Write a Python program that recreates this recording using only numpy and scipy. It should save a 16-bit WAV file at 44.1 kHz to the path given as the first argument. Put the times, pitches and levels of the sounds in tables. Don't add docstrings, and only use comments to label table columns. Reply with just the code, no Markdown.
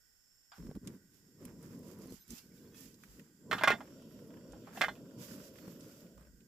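import sys
import numpy as np
from scipy import signal
from scipy.fft import rfft, irfft, next_fast_len
from scipy.io import wavfile
from scipy.ndimage import uniform_filter1d

SR = 44100
rng = np.random.default_rng(int(sys.argv[2]) if len(sys.argv) > 2 else 0)


def unload_wav(signal):
    wavfile.write(
        sys.argv[1],
        SR,
        np.round(np.clip(np.atleast_2d(signal).T, -1, 1) * 32767).astype(np.int16),
    )


def convert_level_to_amplitude(level_db):
    exponent = np.asarray(level_db, float) / 20
    return 10 ** exponent


N = 285327
TIME = np.arange(N) / SR

# [t/s, level/dB]
FLAME_LEVEL = [(.57, -65), (1.33, -67), (1.42, -55.5), (2.12, -54.5), (2.2, -72.5), (2.26, -73.5),
               (2.5, -64), (2.68, -58.5), (2.95, -62), (3.12, -63.5), (3.38, -68.5), (3.5, -50.5),
               (3.88, -58), (4.08, -56), (4.5, -55.5), (4.66, -59), (5.3, -55.5), (6.0, -58)]
# [f/Hz, density/dB]
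FLAME_COLOUR = [(35, -40), (60, -10.5), (184, 3.5), (266, 1.5), (400, -6.5), (463, -7), (571, -15.5),
                (794, -34.5), (968, -24.5), (1400, -42.5), (1820, -49), (3080, -120)]
# [start t/s, length t/s, level/dB]
FLARES = [(0.561, 0.16, -49), (0.742, 0.029, -42.5), (0.803, 0.096, -52), (0.891, 0.077, -53.5),
          (1.15, 0.077, -71.5), (2.092, 0.049, -59.5), (2.276, 0.065, -56.5), (2.424, 0.038, -60),
          (3.16, 0.068, -56), (3.49, 0.065, -48.5), (3.663, 0.085, -45.5), (4.275, 0.11, -58),
          (4.741, 0.21, -55.5), (6.404, 0.073, -84)]
# [start t/s, length t/s, level/dB]
GUSTS = [(0.578, 0.1, -48.5), (0.742, 0.034, -47), (0.817, 0.054, -64.5), (1.18, 0.05, -78.5),
         (1.5, .1, -65.5), (2.067, 0.12, -61), (2.283, 0.05, -58.5), (2.83, .06, -68), (3.07, 0.1, -57.5),
         (3.502, 0.11, -65.5), (3.69, 0.051, -58.5), (4.483, .06, -57.5), (4.853, 0.11, -67.5),
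         (5.41, 0.038, -70), (6.138, 0.21, -58.5), (6.358, 0.096, -65.5)]
# [t/s, peak level/dB, f/Hz]
GAS_POPS = [
    (0.691, -28, 149),
    (0.713, -33, 296),
    (1.461, -35.5, 149),
    (2.057, -36.5, 224),
    (2.122, -33, 235),
    (2.3, -49.5, 206),
    (5.555, -53, 155),
    (5.68, -33.5, 232.6),
]
# [f/Hz, width/octaves, level/dB]
LIGHTER_BODY = [(776, .2, -5.5), (1000, .15, -8.5), (1247, .12, -8), (1500, 0.12, -2), (3380, 0.085, -12.5),
                (4800, .06, -7), (7290, .08, -13)]
# [t/s, peak level/dB, hardness f/Hz, left minus right level/dB]
POT_BLOWS = [(3.513, -17, 1540, -4), (3.519, -24, 1900, -3.5), (3.5289, -17, 1080, -7),
             (3.534, -22.5, 1400, -4), (3.584, -35, 3300, -12.5), (3.611, -25, 1070, -5),
             (3.622, -27, 1460, 1), (3.636, -10, 1650, -3.5), (3.641, -15, 1550, -4.5),
             (3.675, -10.5, 1280, -3.5), (3.6783, -10.5, 1430, -3.5), (3.682, -13, 1240, -1.5),
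             (3.694, -26, 1800, -4.5), (3.704, -18.5, 398, 0), (3.7033, -15, 1684, -6),
             (3.709, -19, 2050, -1.5), (3.718, -19, 1828, -6.5), (3.7225, -23, 1000, -4),
             (3.738, -31, 500, -7), (3.806, -35, 1000, -4), (3.812, -40, 900, -7), (4.534, -44.5, 952, -3),
             (4.672, -42.5, 1000, -4), (4.774, -34, 720, -1.5), (4.811, -15, 1540, 2),
             (4.8154, -12, 2620, -7.5), (4.822, -16, 1530, 1), (4.833, -21.5, 1600, -5),
             (4.838, -22, 1450, -2.5), (4.846, -22, 1900, -5.5), (4.883, -23.5, 1070, -3.5),
             (4.888, -32.5, 1700, -4.5), (4.954, -51, 3000, -3.5)]
# [t/s, peak level/dB, hardness f/Hz, left minus right level/dB]
POT_SLIDES = [
    (3.544, -33.5, 1533, -3),
    (3.576, -31, 1540, -2),
    (3.59, -40, 3230, -7),
    (3.65, -35.5, 1418, -4),
    (3.733, -40.5, 636, -2),
    (4.555, -50.5, 622, 0),
    (4.745, -47, 595, -3),
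    (4.77, -42.5, 3550, -9.5),
    (4.758, -45.5, 1500, -4.5),
    (4.949, -55.5, 610, -3.5),
]
# [f/Hz, level/dB, t60/s]
POT_MODES = [(647, -5, 0.2), (793, -1.5, 0.099), (1000, -8, 0.1), (1104, -2, 0.11), (1190, -2.5, 0.07),
             (1380, -12.5, 0.091), (1419, -1.5, 0.14), (1540, -5.5, .12), (1630, -1, 0.14),
             (1803, -6.5, 0.14), (1830, 0, .15), (1874, -8, 0.12), (2405, -12, 0.041), (2376, -9, 0.16),
             (2560, -12.5, 0.12), (2657, -8.5, 0.18), (2710, -12.5, 0.16), (3128, -10, 0.068),
             (3320, -14.5, .1), (3150, -15, 0.076), (3506, -5.5, 0.14), (3550, -15, 0.21),
             (3840, -24.5, 0.12), (4130, -18, 0.09), (4200, -14.5, 0.069), (4500, -22, 0.085),
             (4730, -25.5, .08), (5485, -22.5, 0.085), (5930, -22.5, 0.12), (6450, -25, 0.1),
             (6950, -27, 0.1), (8030, -17, 0.2)]
# [f/Hz, level/dB, t60/s]
PRONG_MODES = [(673.5, -17.5, 0.11), (1433, -8, 0.12), (1587, -8, .09), (2045, -5, .11), (2092, -5, .1),
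               (2412, -10, .08), (3020, -12, .08), (3330, -15, 0.11), (3550, -14.5, 0.13),
               (4180, -16.5, 0.096), (4580, -20, 0.069), (5330, -16.5, 0.098), (5960, -21.5, 0.064),
               (6890, -20.5, .08)]
# [f/Hz, density/dB]
SHEET_COLOUR = [(59, -47.5), (100, -24.5), (811, 0), (942, -10.5), (1410, -7.5), (2030, -10), (2210, -12),
                (3120, -9), (4580, -17.5), (5430, -19.5), (8200, -23), (9200, -37.5), (10600, -24.5),
                (13900, -31), (16500, -49.5)]
# [t/s, peak level/dB]
TREMORS = [(3.875, -54), (3.905, -61), (3.997, -60.5), (4.11, -59.5), (4.19, -59), (4.25, -64.5),
           (4.305, -55), (4.34, -54), (4.37, -56), (4.41, -60.5), (4.69, -53), (5.055, -59.5),
           (5.11, -58.5), (5.31, -49.5), (5.335, -50.5), (5.38, -52.5), (5.4, -48), (5.44, -58.5),
           (5.47, -58), (5.76, -57.5)]
# [f/Hz, width/octaves, level/dB]
HISS_BANDS = [(1400, 0.13, -78), (3030, 0.43, -77), (4670, 0.06, -81.5), (5630, .05, -80.5)]
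# [start t/s, length t/s, swish level/dB, low rub level/dB, left minus right level/dB]
STROKES = [(0.506, 0.17, -68, -67, -3.5), (0.82, 0.11, -67.5, -65, -4.5), (1.094, 0.1, -67.5, -84, -8.5),
           (1.374, 0.12, -67, -67, -7), (1.58, 0.15, -86, -68.5, -5), (1.602, 0.058, -76.5, -83, -13),
           (1.699, 0.055, -76, -86.5, -12.5), (1.82, 0.092, -74, -86.5, -13), (1.97, 0.07, -67, -84.5, -10),
           (1.866, 0.19, -84.5, -67, -4.5), (2.072, 0.078, -63, -79, -12.5), (2.269, 0.12, -60, -78, -7),
           (2.518, 0.044, -69, -95, -11), (2.603, 0.11, -87.5, -74, -3), (2.73, 0.11, -63.5, -92, -10),
           (2.978, 0.23, -71, -73.5, -3), (3.497, 0.1, -54.5, -69.5, -4), (3.623, 0.18, -70.5, -60, 0.5),
           (3.797, 0.044, -83.5, -71.5, -2.5), (4.062, 0.13, -76.5, -83.5, -8),
           (4.26, 0.22, -87.5, -78, 3.5), (3.553, 0.049, -64.5, -74.5, -2),
           (4.63, 0.12, -70.5, -58.5, -3.5), (4.724, 0.13, -57.5, -59, -1),
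           (5.172, .29, -57.5, -69.5, -7.5), (5.525, 0.19, -67, -70.5, -10),
           (5.788, 0.22, -63.5, -74.5, -3), (6.164, 0.064, -83, -69.5, -4)]
# [f/Hz, density/dB]
CLOTH_COLOUR = [(1760, -11), (3000, -7.5), (4380, -9.5), (4760, -2.5), (5140, -3), (6450, -4.5),
                (7410, -2.5), (8920, -13.5), (12400, -3.5), (14900, -9.5), (15600, -5)]
# [t/s, peak level/dB, colour f/Hz, left minus right level/dB]
SNAPS = [(0.668, -52.5, 1170, -2), (0.7123, -51.5, 990, -1.5), (0.752, -50.5, 940, -2.5),
         (0.8733, -38.5, 6700, -4), (0.892, -58, 1600, 1), (0.874, -47.5, 2676, -8),
         (0.602, -55.5, 1300, -1), (0.64, -59, 1203, 1), (0.764, -55, 897, -1), (0.85, -57.5, 1100, 1),
         (0.946, -60, 1305, -4), (1.452, -51.5, 2700, -2), (2.795, -54, 13000, -6), (2.835, -51, 12500, -6),
         (2.318, -47, 12010, -8), (1.452, -39, 9470, -4.5), (1.618, -53.5, 14000, -3),
         (1.628, -51, 9000, -2), (1.792, -52, 12430, -4.5), (1.832, -55.5, 900, -1.5),
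         (1.883, -51, 9020, -7.5), (1.988, -51.5, 12180, -6), (2.02, -50, 6300, -6),
         (2.058, -55.5, 12500, -4), (2.072, -51, 9000, -4.5), (2.106, -49.5, 12010, -5.5),
         (2.141, -48, 11040, -4), (5.799, -51, 13500, -3.5), (2.1234, -47.5, 6600, -7),
         (2.28, -50, 12200, -9.5), (2.305, -39.5, 7000, -8.5), (2.322, -56.5, 6100, -19),
         (2.383, -49, 4460, -13.5), (2.7443, -59.5, 1800, -18.5), (2.806, -44, 12600, -6),
         (2.857, -50.5, 6540, -3.5), (2.9422, -53.5, 6020, -6.5), (3.0363, -44.5, 1660, -5),
         (3.195, -49, 1980, -5), (4.021, -53, 900, -1), (4.5217, -47.5, 6760, -3.5),
         (5.284, -52.5, 1960, -10), (5.557, -51, 1750, -3), (5.5858, -49.5, 1900, -7.5),
         (5.678, -50.5, 1215, 5.5), (5.8073, -47, 6260, -7), (6.177, -53, 1020, -4),
         (6.195, -62, 1500, -4.5), (6.21, -56, 1100, -4.5), (6.225, -62, 2600, -3), (6.25, -60, 1780, -4.5),
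         (6.27, -61, 1200, -2), (6.405, -62.5, 2600, -5), (6.065, -60, 2500, 0)]
# [t/s, length t/s, f/Hz, level/dB]
SQUEAKS = [(2.215, .045, 12050, -64), (2.215, .04, 4100, -75), (2.215, .04, 13400, -71),
           (2.22, .04, 5100, -73), (2.22, .04, 6200, -73), (2.095, .025, 4200, -70),
           (2.095, .02, 6250, -71), (2.33, .025, 4100, -68), (2.385, .03, 5000, -68),
           (2.37, .05, 2600, -75), (2.39, .07, 2750, -75), (2.36, .03, 4150, -73), (2.35, .03, 5200, -74),
           (2.31, .03, 6100, -66), (2.83, .03, 5500, -72), (2.82, .08, 1800, -76), (2.76, .06, 1800, -74),
           (2.76, .05, 2550, -75), (2.75, .05, 3350, -73), (2.75, .04, 6100, -76), (5.283, .012, 4750, -60),
           (6.27, .04, 5400, -74), (5.65, .13, 4300, -76), (5.62, .04, 14100, -72)]
# [start t/s, end t/s, rate/per s, lowest f/Hz, highest f/Hz]
CHIRP_SWARMS = [
    (3.9, 5.2, 60, 2700, 3600),
    (4.0, 4.35, 40, 11000, 14000),
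    (5.51, 5.77, 330, 11300, 14400),
    (2.0, 2.9, 90, 1700, 6300),
]
CHIRP_DB = (-75, -73, -73, -75)
CHIRP_S = (.005, .015, .012, .02)
# [f/Hz, width f/Hz, level/dB]
INSECTS = [(1532, 140, -14), (1900, 120, -16.5), (3300, 120, -26.5), (5375, 200, -10), (6700, 140, -21),
           (7400, 150, -10.5), (8500, 210, -19.5), (13200, 500, -16), (14800, 490, -16)]
# [f/Hz, density/dB]
FOREST_COLOUR = [(12, -37), (20, 5), (93, -2), (748, -18), (1880, -18), (2280, -18.5), (3400, -17.5),
                 (4100, -22), (4900, -8), (6050, -13.5), (7150, -7), (9190, -19), (13200, -12),
                 (15600, -19.5)]
# [f/Hz, level/dB]
MIC_RESPONSE = [(20, 0), (15000, 0), (15450, -4), (15750, -32), (16600, -44)]


def unit(x):
    return x / np.sqrt(np.mean(x ** 2))


def shape(x, gain):
    size = next_fast_len(x.shape[-1], True)
    hz = np.maximum(np.arange(size // 2 + 1) * SR / size, 1)
    return irfft(rfft(np.float32(x), size) * np.float32(gain(hz)), size)[..., :x.shape[-1]]


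def tint(x, points):
    hz, db = np.transpose(points)
    return shape(x, lambda f: convert_level_to_amplitude(np.interp(np.log(f), np.log(hz), db)))


def hump(x, hz, width):
    return shape(x, lambda f: np.exp(-(np.log2(f / hz) / width) ** 2))


def walk(rate):
    k = int(SR / 64 / rate)
    held = np.repeat(rng.standard_normal(N // 64 // k + 2), k)
    slow = uniform_filter1d(uniform_filter1d(held, k), k)
    return np.interp(TIME, np.arange(len(slow)) * 64 / SR, unit(slow))


def swells(table, gains, attack_s, release_s):
    s, length = np.transpose(table)[:2, :, None]
    t = TIME[::64]
    rise = np.clip((t - s) / attack_s, 0, 1)
    total = gains @ (rise * np.exp(-np.maximum(t - s - length, 0) / release_s))
    return np.array([np.interp(TIME, t, row) for row in np.atleast_2d(total)])


def pair(size, apart):
    mid, side = rng.standard_normal((2, size))
    return np.array([mid + apart * side, mid - apart * side])


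def lean(db):
    return convert_level_to_amplitude(np.array([db, -db]) / 2)


def add(out, s, x):
    i = int(s * SR)
    out[:, i:i + x.shape[1]] += x[:, :N - i]


def flame():
    s, level_db = np.transpose(FLAME_LEVEL)
    steady_db = np.interp(TIME, s, level_db) - 28 * np.clip(TIME - 6.04, 0, .27)
    flares = swells(FLARES, convert_level_to_amplitude(np.transpose(FLARES)[2]), 0.032, 0.006)[0]
    roar = np.hypot(convert_level_to_amplitude(steady_db), flares)
    under_pot = np.clip((TIME - 3.7) / 0.15, 0, 1) * (TIME < 6.3)
    lit = np.clip((TIME - .578) / 0.0029, 0, 1)

    tongue_db = -5.5 + 0.77 * (steady_db + 56) + 0.5 * under_pot
    gas = unit(tint(pair(N, 1 / 7), FLAME_COLOUR))
    flap = walk(22)
    burning = 0
    for hz in 70 * 2 ** np.arange(0, 4.6, .5):
        tongue_share = np.clip(np.log2(hz / 300), 0, 1)
        band_db = tongue_share * (np.minimum(tongue_db, 3) + 9) + 1.6 * flap + 1.6 * walk(14)
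        burning = burning + hump(gas, hz, .4) * convert_level_to_amplitude(band_db)

    gusts = swells(GUSTS, convert_level_to_amplitude(np.transpose(GUSTS)[2]), 0.029, 0.012)[0] + convert_level_to_amplitude(-20) * roar
    draught = unit(hump(pair(N, 1 / 3), 54, 0.26)) * gusts * convert_level_to_amplitude(-4.5 + 0.87 * walk(6.4))
    hollow = unit(hump(pair(N, 1 / 5), 546, 0.27)) * convert_level_to_amplitude(-9.0 + 0.6 * walk(2.3)) * under_pot
    fire = roar * convert_level_to_amplitude(0.36 * walk(6.095)) * (burning * convert_level_to_amplitude(-1.5) + hollow)
    return lit * (fire + draught) * lean(-0.59)[:, None]


def pops():
    out, t = np.zeros((2, N)), np.arange(1024) / SR
    for s, db, hz in GAS_POPS:
        push = np.exp(-t * hz * 3.2) * np.clip(t * hz * 3, 0, 1) ** 2
        swing = np.sin(2 * np.pi * 1.08 * hz * t) * push
        add(out, s, np.outer(lean(-1.2), swing / swing.max()) * convert_level_to_amplitude(db - 5.0))
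    return out


def lighter():
    out, t = np.zeros((2, N)), np.arange(4096) / SR
    grit = pair(len(t), 0.65) * convert_level_to_amplitude(3.0 * rng.standard_normal(len(t)))
    scratch = convert_level_to_amplitude(-9) * unit(hump(grit, 2000, 1.2)) * 1000 ** (-t / 0.35)
    for hz, width, db in LIGHTER_BODY:
        t60 = np.clip(0.15 * 1500 / hz, .08, .2)
        scratch = scratch + unit(hump(grit, hz, width)) * convert_level_to_amplitude(db) * 1000 ** (-t / t60)
    add(out, .5185, scratch * (t < .07) * convert_level_to_amplitude(-56.0) * lean(-1.5)[:, None])
    return out


def ring_metal(t):
    hz, mode_db, t60 = np.float32(np.transpose(POT_MODES + PRONG_MODES)[:, :, None])
    is_pot = np.arange(len(hz)) < len(POT_MODES)
    loose = is_pot[:, None]
    spot, side, turn = np.float32(rng.standard_normal((3, len(hz), 1)))
    pitch = hz * (1 + 0.006 * loose * side)
    decay = 1000 ** (-t / (np.where(loose, .48, 1) * np.clip(t60, .08, .2)))
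    modes = convert_level_to_amplitude(mode_db + 3.0 * spot) * np.sin(2 * np.pi * pitch * t + 1.15 * turn) * decay
    stereo = np.array([(1 + k * 0.25 * side) * modes for k in (1, -1)])
    return stereo[:, is_pot].sum(axis=1), stereo[:, ~is_pot].sum(axis=1)


def strike(db, colour_hz, sharp, chatter_s, ring_share):
    t = np.arange(6144) / SR
    n = 2560
    contacts = .22 * (rng.random(len(t)) < 700 / SR) * rng.standard_normal(len(t)) * np.exp(-t / chatter_s)
    contacts[0] = sharp
    burst = contacts[None, :n]
    rings, prongs = ring_metal(np.float32(t[:n]))

    fade = 0.75 * 1000 ** (-t / 0.033) + 1000 ** (-t / 0.094) + 0.0034 * 1000 ** (-t / 0.83)
    sheet = tint(pair(len(t), 2 / 5), SHEET_COLOUR) * fade
    padded = np.pad(rings, ((0, 0), (0, len(t) - n)))
    body = ring_share * unit(padded) + (1 - ring_share) * unit(sheet)
    blow = signal.fftconvolve(np.float32(body), np.float32(burst), axes=1)[:, :len(t)]
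    colour = signal.butter(1, [0.77 * colour_hz, 1.16 * colour_hz], "band", fs=SR)
    blow = np.clip(0.63 + db / 42, .03, 1) * blow + signal.lfilter(*colour, blow)
    blow = blow / np.abs(blow).max()

    clear = signal.fftconvolve(prongs, burst, axes=1)[:, :n] / np.abs(prongs).max()
    blow[:, :n] += convert_level_to_amplitude(-9) * np.clip(1.7 + db / 36, .05, 1) * clear
    blow += convert_level_to_amplitude(-4) * sharp * np.sin(2 * np.pi * 1.1 * colour_hz * t) * np.exp(-t * colour_hz * 1.1)
    crack = np.diff(pair(512, .8), 2) * 1000 ** (-t[:510] / .012)
    blow[:, :510] += convert_level_to_amplitude(-31) * sharp * np.clip(1.5 + db / 26, 0, 1) * crack
    blow = signal.lfilter(*signal.butter(2, 250, "high", fs=SR), blow)
    blow[0] = np.roll(blow[0], 1)
    return blow / np.abs(blow).max()


def pot():
    out = np.zeros((2, N))
    for table, sharp, chatter_s, ring_share in ((POT_BLOWS, 1.23, 0.009, 0.48), (POT_SLIDES, 0.11, 0.025, 0.5)):
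        for s, db, colour_hz, pan_db in table:
            blow = strike(db, colour_hz, sharp, chatter_s, ring_share)
            add(out, s, blow * convert_level_to_amplitude(db - 1.8) * lean(pan_db)[:, None])
    return out


def tremors():
    out, t = np.zeros((2, N)), np.arange(4096) / SR
    for s, db in TREMORS:
        noise = pair(len(t), 0.72)
        tap = hump(noise, 1400, 0.58) + 0.31 * hump(noise, 3070, 0.25)
        tap = tap * 1000 ** (-t / 0.039)
        add(out, s, tap / np.abs(tap).max() * convert_level_to_amplitude(db) * lean(-1)[:, None])
    return out


def gas_hiss():
    out = np.zeros((2, N))
    resting = np.clip((TIME - 3.78) / 0.091, 0, 1) * np.clip((6.3 - TIME) / 0.44, 0, 1)
    for hz, width, db in HISS_BANDS:
        out += unit(hump(pair(N, 0.93), hz, width)) * convert_level_to_amplitude(db + 2.5 * walk(25)) * resting * lean(-2.5)[:, None]
    return out


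def rustle():
    rows = np.array(STROKES + [(1.2, 6.1 - 1.2, -75.5, -84, -6.5)])
    sides = lean(rows[:, 4])
    swish_level = swells(rows, sides * convert_level_to_amplitude(rows[:, 2] + 0.83), 0.048, 0.043)
    rub_level = swells(rows, sides * convert_level_to_amplitude(rows[:, 3] + 0.83), 0.048, 0.043)
    grain_db = np.minimum(3 * rng.exponential(size=(2, N)), 12)
    grains = (rng.random((2, N)) < 900 / SR) * convert_level_to_amplitude(grain_db)
    swish = unit(tint(pair(N, 1.0) * (1 + 1.4 * grains), CLOTH_COLOUR)) * convert_level_to_amplitude(1.7 * walk(28) + 1.9 * walk(8))
    rub = unit(hump(pair(N, 0.76) * (1 + 5.7 * grains[0]), 1200, 1.0)) * convert_level_to_amplitude(-5.5 + 2.3 * walk(30))
    return convert_level_to_amplitude(-0.5) * swish * swish_level + rub * rub_level


def ticks():
    out, t = np.zeros((2, N)), np.arange(4096) / SR
    for s, db, hz, pan_db in SNAPS:
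        noise = pair(len(t), 0.92)
        decay = 1000 ** (-t / 0.046 * np.clip(hz / 5000, 1, 2))
        snap = (hump(noise, hz, 0.62) + 0.25 * hump(noise, 3300, 3.3)) * decay
        add(out, s, snap / np.abs(snap).max() * convert_level_to_amplitude(db + 1.0) * lean(pan_db)[:, None])
    return out


def squeaks():
    out, t = np.zeros((2, N)), np.arange(-4096, 4096) / SR
    for s, length, hz, db in SQUEAKS:
        tone = unit(hump(pair(len(t), 0.19), hz, 0.022))
        add(out, s + t[0], tone * np.exp(-(t / length * 2) ** 2) * convert_level_to_amplitude(db))
    return out


def chirps():
    out, t = np.zeros((2, N)), np.arange(-1024, 1024) / SR
    for (start, end, rate, low, high), db, length in zip(CHIRP_SWARMS, CHIRP_DB, CHIRP_S):
        for when, pitch, glide, size, side in rng.random((int(rate * (end - start)), 5)):
            hz = low + (high - low) * pitch
            turns = hz * t * (1 + .022 * (2 * glide - 1) * t / length / 2)
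            tone = np.sin(2 * np.pi * turns) * np.exp(-(t / length * 2) ** 2) * convert_level_to_amplitude(db - 8 * size)
            add(out, start + (end - start) * when, np.outer(lean(-4 - 8 * side), tone))
    return out


def forest():
    out = unit(tint(pair(N, 1.0), FOREST_COLOUR)) * convert_level_to_amplitude(-1.0)
    opening = np.clip((.8 - TIME) / 0.13, 0, 1)
    for hz, width, db in INSECTS:
        extra_db = 0.91 * (hz > 5000) + 3.5 * (5000 < hz < 6000)
        choir = unit(hump(pair(N, 0.56), hz, 1.4 * width / hz))
        out = out + choir * convert_level_to_amplitude(db + 2.4 * walk(3.9) + extra_db * opening)
    return out * convert_level_to_amplitude(-71.5) * lean(-5.5)[:, None]


def scene():
    stove = flame() + pops() + lighter() + pot() + tremors() + gas_hiss()
    return stove + rustle() + ticks() + squeaks() + chirps() + forest()


def roll_off(x):
    return signal.sosfilt(signal.butter(12, 16650, fs=SR, output="sos"), x)


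def record(dry):
    return roll_off(tint(dry, MIC_RESPONSE))


dry = scene()
out = record(dry)
unload_wav(out)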